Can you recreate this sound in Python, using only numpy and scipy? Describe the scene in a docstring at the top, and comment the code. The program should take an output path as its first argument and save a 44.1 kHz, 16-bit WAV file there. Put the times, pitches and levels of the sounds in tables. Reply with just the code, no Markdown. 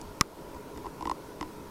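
"""Moth on a plastic sheet

A moth shifts about on a sheet of plastic in a quiet room, very near the microphone.
The plastic gives one sharp snap; light taps follow, mostly in pairs, each a tiny tick and a hollow
knock. Every contact excites damped modes of the sheet. The recorder's gain dips after the snap
and lets the room noise swell back."""
import sys
import numpy as np
from scipy import signal
from scipy.fft import rfft, irfft
from scipy.io import wavfile
from scipy.ndimage import uniform_filter1d

SR = 44100
rng = np.random.default_rng(int(sys.argv[2]) if len(sys.argv) > 2 else 0)


def waveform_to_disk(signal):
    """Save audio, clipped to [-1, 1], as 16-bit WAV at the path in sys.argv[1]."""
    frames = np.transpose(np.atleast_2d(signal))
    scaled = np.clip(frames, -1, 1) * 32767
    samples = np.round(scaled).astype(np.int16)
    wavfile.write(sys.argv[1], SR, samples)


N = 74970


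def amp(db):
    """Amplitude ratio: a factor of ten for every 20 dB."""
    return 10 ** (np.asarray(db) / 20)


def unit(x):
    """Normalisation to an RMS value of one."""
    return x / np.sqrt(np.mean(x ** 2) + 1e-20)


def add(mix, start_s, sound):
    """Superposition: a sound adds linearly to the mix from its onset."""
    part = mix[round(start_s * SR):][:len(sound)]
    part += sound[:len(part)]


def cut(x, hz, kind, order=2):
    """Butterworth low-pass or high-pass, sloping 6 dB per octave for each order."""
    return signal.sosfilt(signal.butter(order, hz, kind, fs=SR, output="sos"), x)


def ages():
    """Time axis of a transient, in seconds since the contact."""
    return np.arange(4096) / SR


def mode(hz, db, swell, t60, lag=1, bend=0, bend_s=0.0023):
    """Damped oscillator: it swells (later as lag grows), then decays by 60 dB in t60 seconds."""
    t = ages()
    rise = np.sin(np.pi / 2 * np.minimum(t / swell, 1) ** lag) ** 2
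    decay = amp(db - 60 * np.maximum(t - swell, 0) / t60)
    cycles = hz * (t - bend * bend_s * (1 - np.exp(-t / bend_s)))  # starts flat by the fraction bend
    return rise * decay * np.sin(2 * np.pi * cycles)


def burst(db, t60):
    """Broadband transient: white noise under an exponential decay."""
    t = ages()
    return amp(db - 60 * t / t60) * rng.standard_normal(len(t))


def room_noise(level_db=-45.5, patchy_db=1.5):
    """Random-phase noise: room sound and microphone hiss, with a slightly fluctuating spectrum."""
    # Spectral density of the background: f/Hz, relative level/dB
    spectrum = [(20, -6.5), (55, -10.5), (100, -8.5), (150, -2), (240, -3.5), (310, -1), (440, -4.5),
                (520, -5), (620, -6.5), (760, -14.5), (930, -5.5), (1170, -16), (1390, -12.5), (1620, -21),
                (2250, -22.5), (2750, -25.5), (5600, -27), (7700, -30), (13700, -31), (15800, -36.5)]
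    corner_hz, corner_db = np.transpose(spectrum)
    hz = np.fft.rfftfreq(2048, 1 / SR)
    density_db = np.interp(np.log(hz + 1), np.log(corner_hz + 1), corner_db)
    real, imag, patches = rng.standard_normal((3, N // 512 + 5, len(hz)))
    patches = uniform_filter1d(patches, size=6, axis=0)  # smooth in time
    patches = unit(uniform_filter1d(patches, size=14, axis=1))  # and in frequency
    frames = (real + 1j * imag) * amp(density_db + patchy_db * patches)
    _, noise = signal.istft(frames.T, nperseg=2048, noverlap=1536)
    return amp(level_db) * unit(noise[:N])


def room_resonances():
    """Resonance: narrow bands of noise give the background a hollow colour."""
    # Peaks in the room noise: f/Hz, bandwidth/Hz, level/dB
    peaks = [(415.4, 28, -54), (976.6, 94, -57.5)]
    hz = np.fft.rfftfreq(N, 1 / SR)
    hollow = np.zeros(N)
    for centre_hz, width_hz, db in peaks:
        response = 1 / (1 + (2 * (hz - centre_hz) / width_hz) ** 2)
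        hollow += amp(db) * unit(irfft(rfft(rng.standard_normal(N)) * response, N))
    return hollow


def rumble(top_hz=83.3):
    """Amplitude modulation: low-frequency noise swells and sinks unevenly."""
    # Envelope of the rumble: t/s, level/dB
    envelope = [(0, -58), (.07, -45.5), (.14, -53), (.19, -61), (.56, -52), (.68, -63), (.87, -47),
                (.95, -58), (1.3, -71), (1.44, -46.5), (1.52, -61), (1.7, -56)]
    noise = unit(cut(rng.standard_normal(N), top_hz, "low", order=4))
    return noise * amp(np.interp(np.arange(N) / SR, *np.transpose(envelope)))


def tap(knock_db, thump_db, tick_db, tilt_db, pitch, slowness):
    """Impact excitation: a light contact gives a gritty tick, then the sheet knocks and thumps."""
    # Nominal modes of the sheet: f/Hz, relative level/dB, swell/s, T60/s
    knock_modes = [(565, -22, .002, 0.04), (1083, 0.5, .0036, 0.022)]  # hollow ring that builds up after the contact
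    thump_modes = [(62.3, -9, 0.0048, 0.08), (318.7, 0, 0.0066, 0.055)]  # slower sway of the whole sheet
    tick_modes = [(1325, -15, 0.00038, 0.019), (1965, -8.5, 0.00047, 0.015), (2875, -10.5, 0.00025, 0.011),
                  (3660, -10.5, 0.00039, 0.013), (4350, -10, 0.00015, 0.011), (5130, -7, 0.00028, 0.014),
                  (5650, -10.5, 0.00046, 0.013), (6800, -9.5, .0002, 0.0045), (7790, -6.5, 0.00029, 0.0057),
                  (9500, -14.5, 0.00017, .004)]  # bright ring of the contact itself
    knock = sum(mode(hz * pitch, db, swell * slowness, t60, bend=0.32)
                for hz, db, swell, t60 in knock_modes)
    thump = sum(mode(*row) for row in thump_modes)
    tick = 0
    for k, (hz, db, swell, t60) in enumerate(tick_modes):
        detune, scatter_db = rng.normal(0, [0.022, 1])  # no two contacts are alike
        mode_db = db + scatter_db + tilt_db * np.log2(hz / 4000)
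        tick += (-1) ** k * mode(hz * (1 + detune), mode_db, swell, t60)
    grit = cut(burst(db=-6.5 + tilt_db / 2, t60=0.011), 9100, "low", order=4)
    return amp(knock_db) * knock + amp(thump_db) * thump + amp(tick_db) * (tick + grit)


def snap(gain_db=-2, push_s=0.0026):
    """Impulse response: the plastic cracks, shoves the air and rings; two close modes beat."""
    # Modes rung by the snap: f/Hz, relative level/dB, swell/s, T60/s
    ring_modes = [(85, -25, 0.0038, 0.024), (858, -31.5, 0.0013, 0.044), (1125, -14, .0028, .021),
                  (1570, -24, 0.0014, 0.025), (2000, -16.5, 0.00025, 0.021), (2230, -17.5, 0.000083, 0.015),
                  (2390, -15.5, 0.00033, 0.0085), (2810, -24.5, 0.00021, 0.017),
                  (3570, -21.5, 0.000075, 0.016), (4290, -12.5, 0.00057, 0.0046),
                  (5310, -9, 0.000024, .006), (5560, -5.5, 0.00017, 0.0049), (6370, -6.5, 0.00045, .0014),
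                  (7250, -19.5, 0.000065, 0.0047), (9850, -11, 0.00016, 0.0037),
                  (12900, -13.5, 0.00017, 0.0013)]
    twin_mode = (1240, -16, .0028, .023)  # close to the main mode, swinging against it
    lag = 2.06
    ring = sum(mode(*row, lag) for row in ring_modes) - mode(*twin_mode, lag)
    crack = cut(burst(db=-44, t60=0.05), 2000, "high")
    pulse = -np.sin(np.pi * np.minimum(ages() / push_s, 1)) ** 2
    push = amp(-12) * cut(pulse, 41.3, "high", order=1)
    return amp(gain_db) * (ring + crack + push)


def scene():
    """Superposition of the room background, the snap and the moth's taps."""
    # Contacts of the moth: t/s, knock gain/dB, thump gain/dB, tick gain/dB,
    # tick tilt/(dB per octave), knock pitch ratio, knock swell time ratio
    taps = [(0.0142, -61, -44, -39.5, 9, 0.6, 0.85), (.5470, -41, -52, -50, -2, 0.95, 1.2),
            (0.562, -39.5, -39, -51, -2, 0.91, 0.75), (0.761, -41, -37, -51, -9, 0.97, 0.53),
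            (0.7746, -52, -38, -42, 1, 1, 1), (.7790, -37.5, -39.5, -48, -10, 0.9, 0.55),
            (0.845, -33.5, -47, -61, -4, 1, 0.69), (.8565, -29, -37, -45, -2, 0.95, 0.77),
            (.8650, -29.5, -35, -42.5, -5, 0.987, 0.84), (1.0086, -29.5, -36, -42.5, -4, 0.94, 0.85),
            (1.0243, -26.5, -35, -39.5, 0, .97, 0.91), (1.0545, -27, -30.5, -34.5, -8, 0.88, 1.1),
            (1.0718, -23, -30.5, -34, -2.5, 0.98, 1.3), (1.0962, -21.5, -33.5, -30.5, -3, 0.99, 0.72),
            (1.1135, -19.5, -31, -31, -4, 1, 0.81), (1.4106, -26.5, -29, -31.5, -7, 1, 0.82),
            (1.4273, -27.5, -33, -34, -6.5, 0.96, 0.6)]
    mix = room_noise() + room_resonances() + rumble()
    add(mix, start_s=0.2105, sound=snap())
    for start_s, *contact in taps:
        add(mix, start_s, tap(*contact))
    return mix[None]


def record(dry):
    """Automatic gain control: loud sounds lower the gain; a notch and a band limit follow."""
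    threshold_db, duck_share, release_db_per_s = -27.5, 0.31, 62
    notch_hz, edge_hz = 7410, 15900
    x = dry[0]
    power = signal.lfilter([1 / 200], [1, 1 / 200 - 1], x ** 2)  # 4.5 ms running mean
    power_db = 10 * np.log10(power + 1e-12)
    fall_db = np.arange(N) / SR * release_db_per_s
    held_db = np.maximum.accumulate(power_db + fall_db) - fall_db  # peak hold with a steady release
    excess_db = np.maximum(held_db - threshold_db, 0)
    x = x / amp(duck_share * cut(excess_db, 6.7, "low", order=1))
    x = signal.lfilter(*signal.iirnotch(notch_hz, Q=74, fs=SR), x)
    band_limit = signal.firwin(255, edge_hz, window=("kaiser", 9), fs=SR)
    return signal.oaconvolve(x, band_limit, "same")[None]


dry = scene()
out = record(dry)
waveform_to_disk(out)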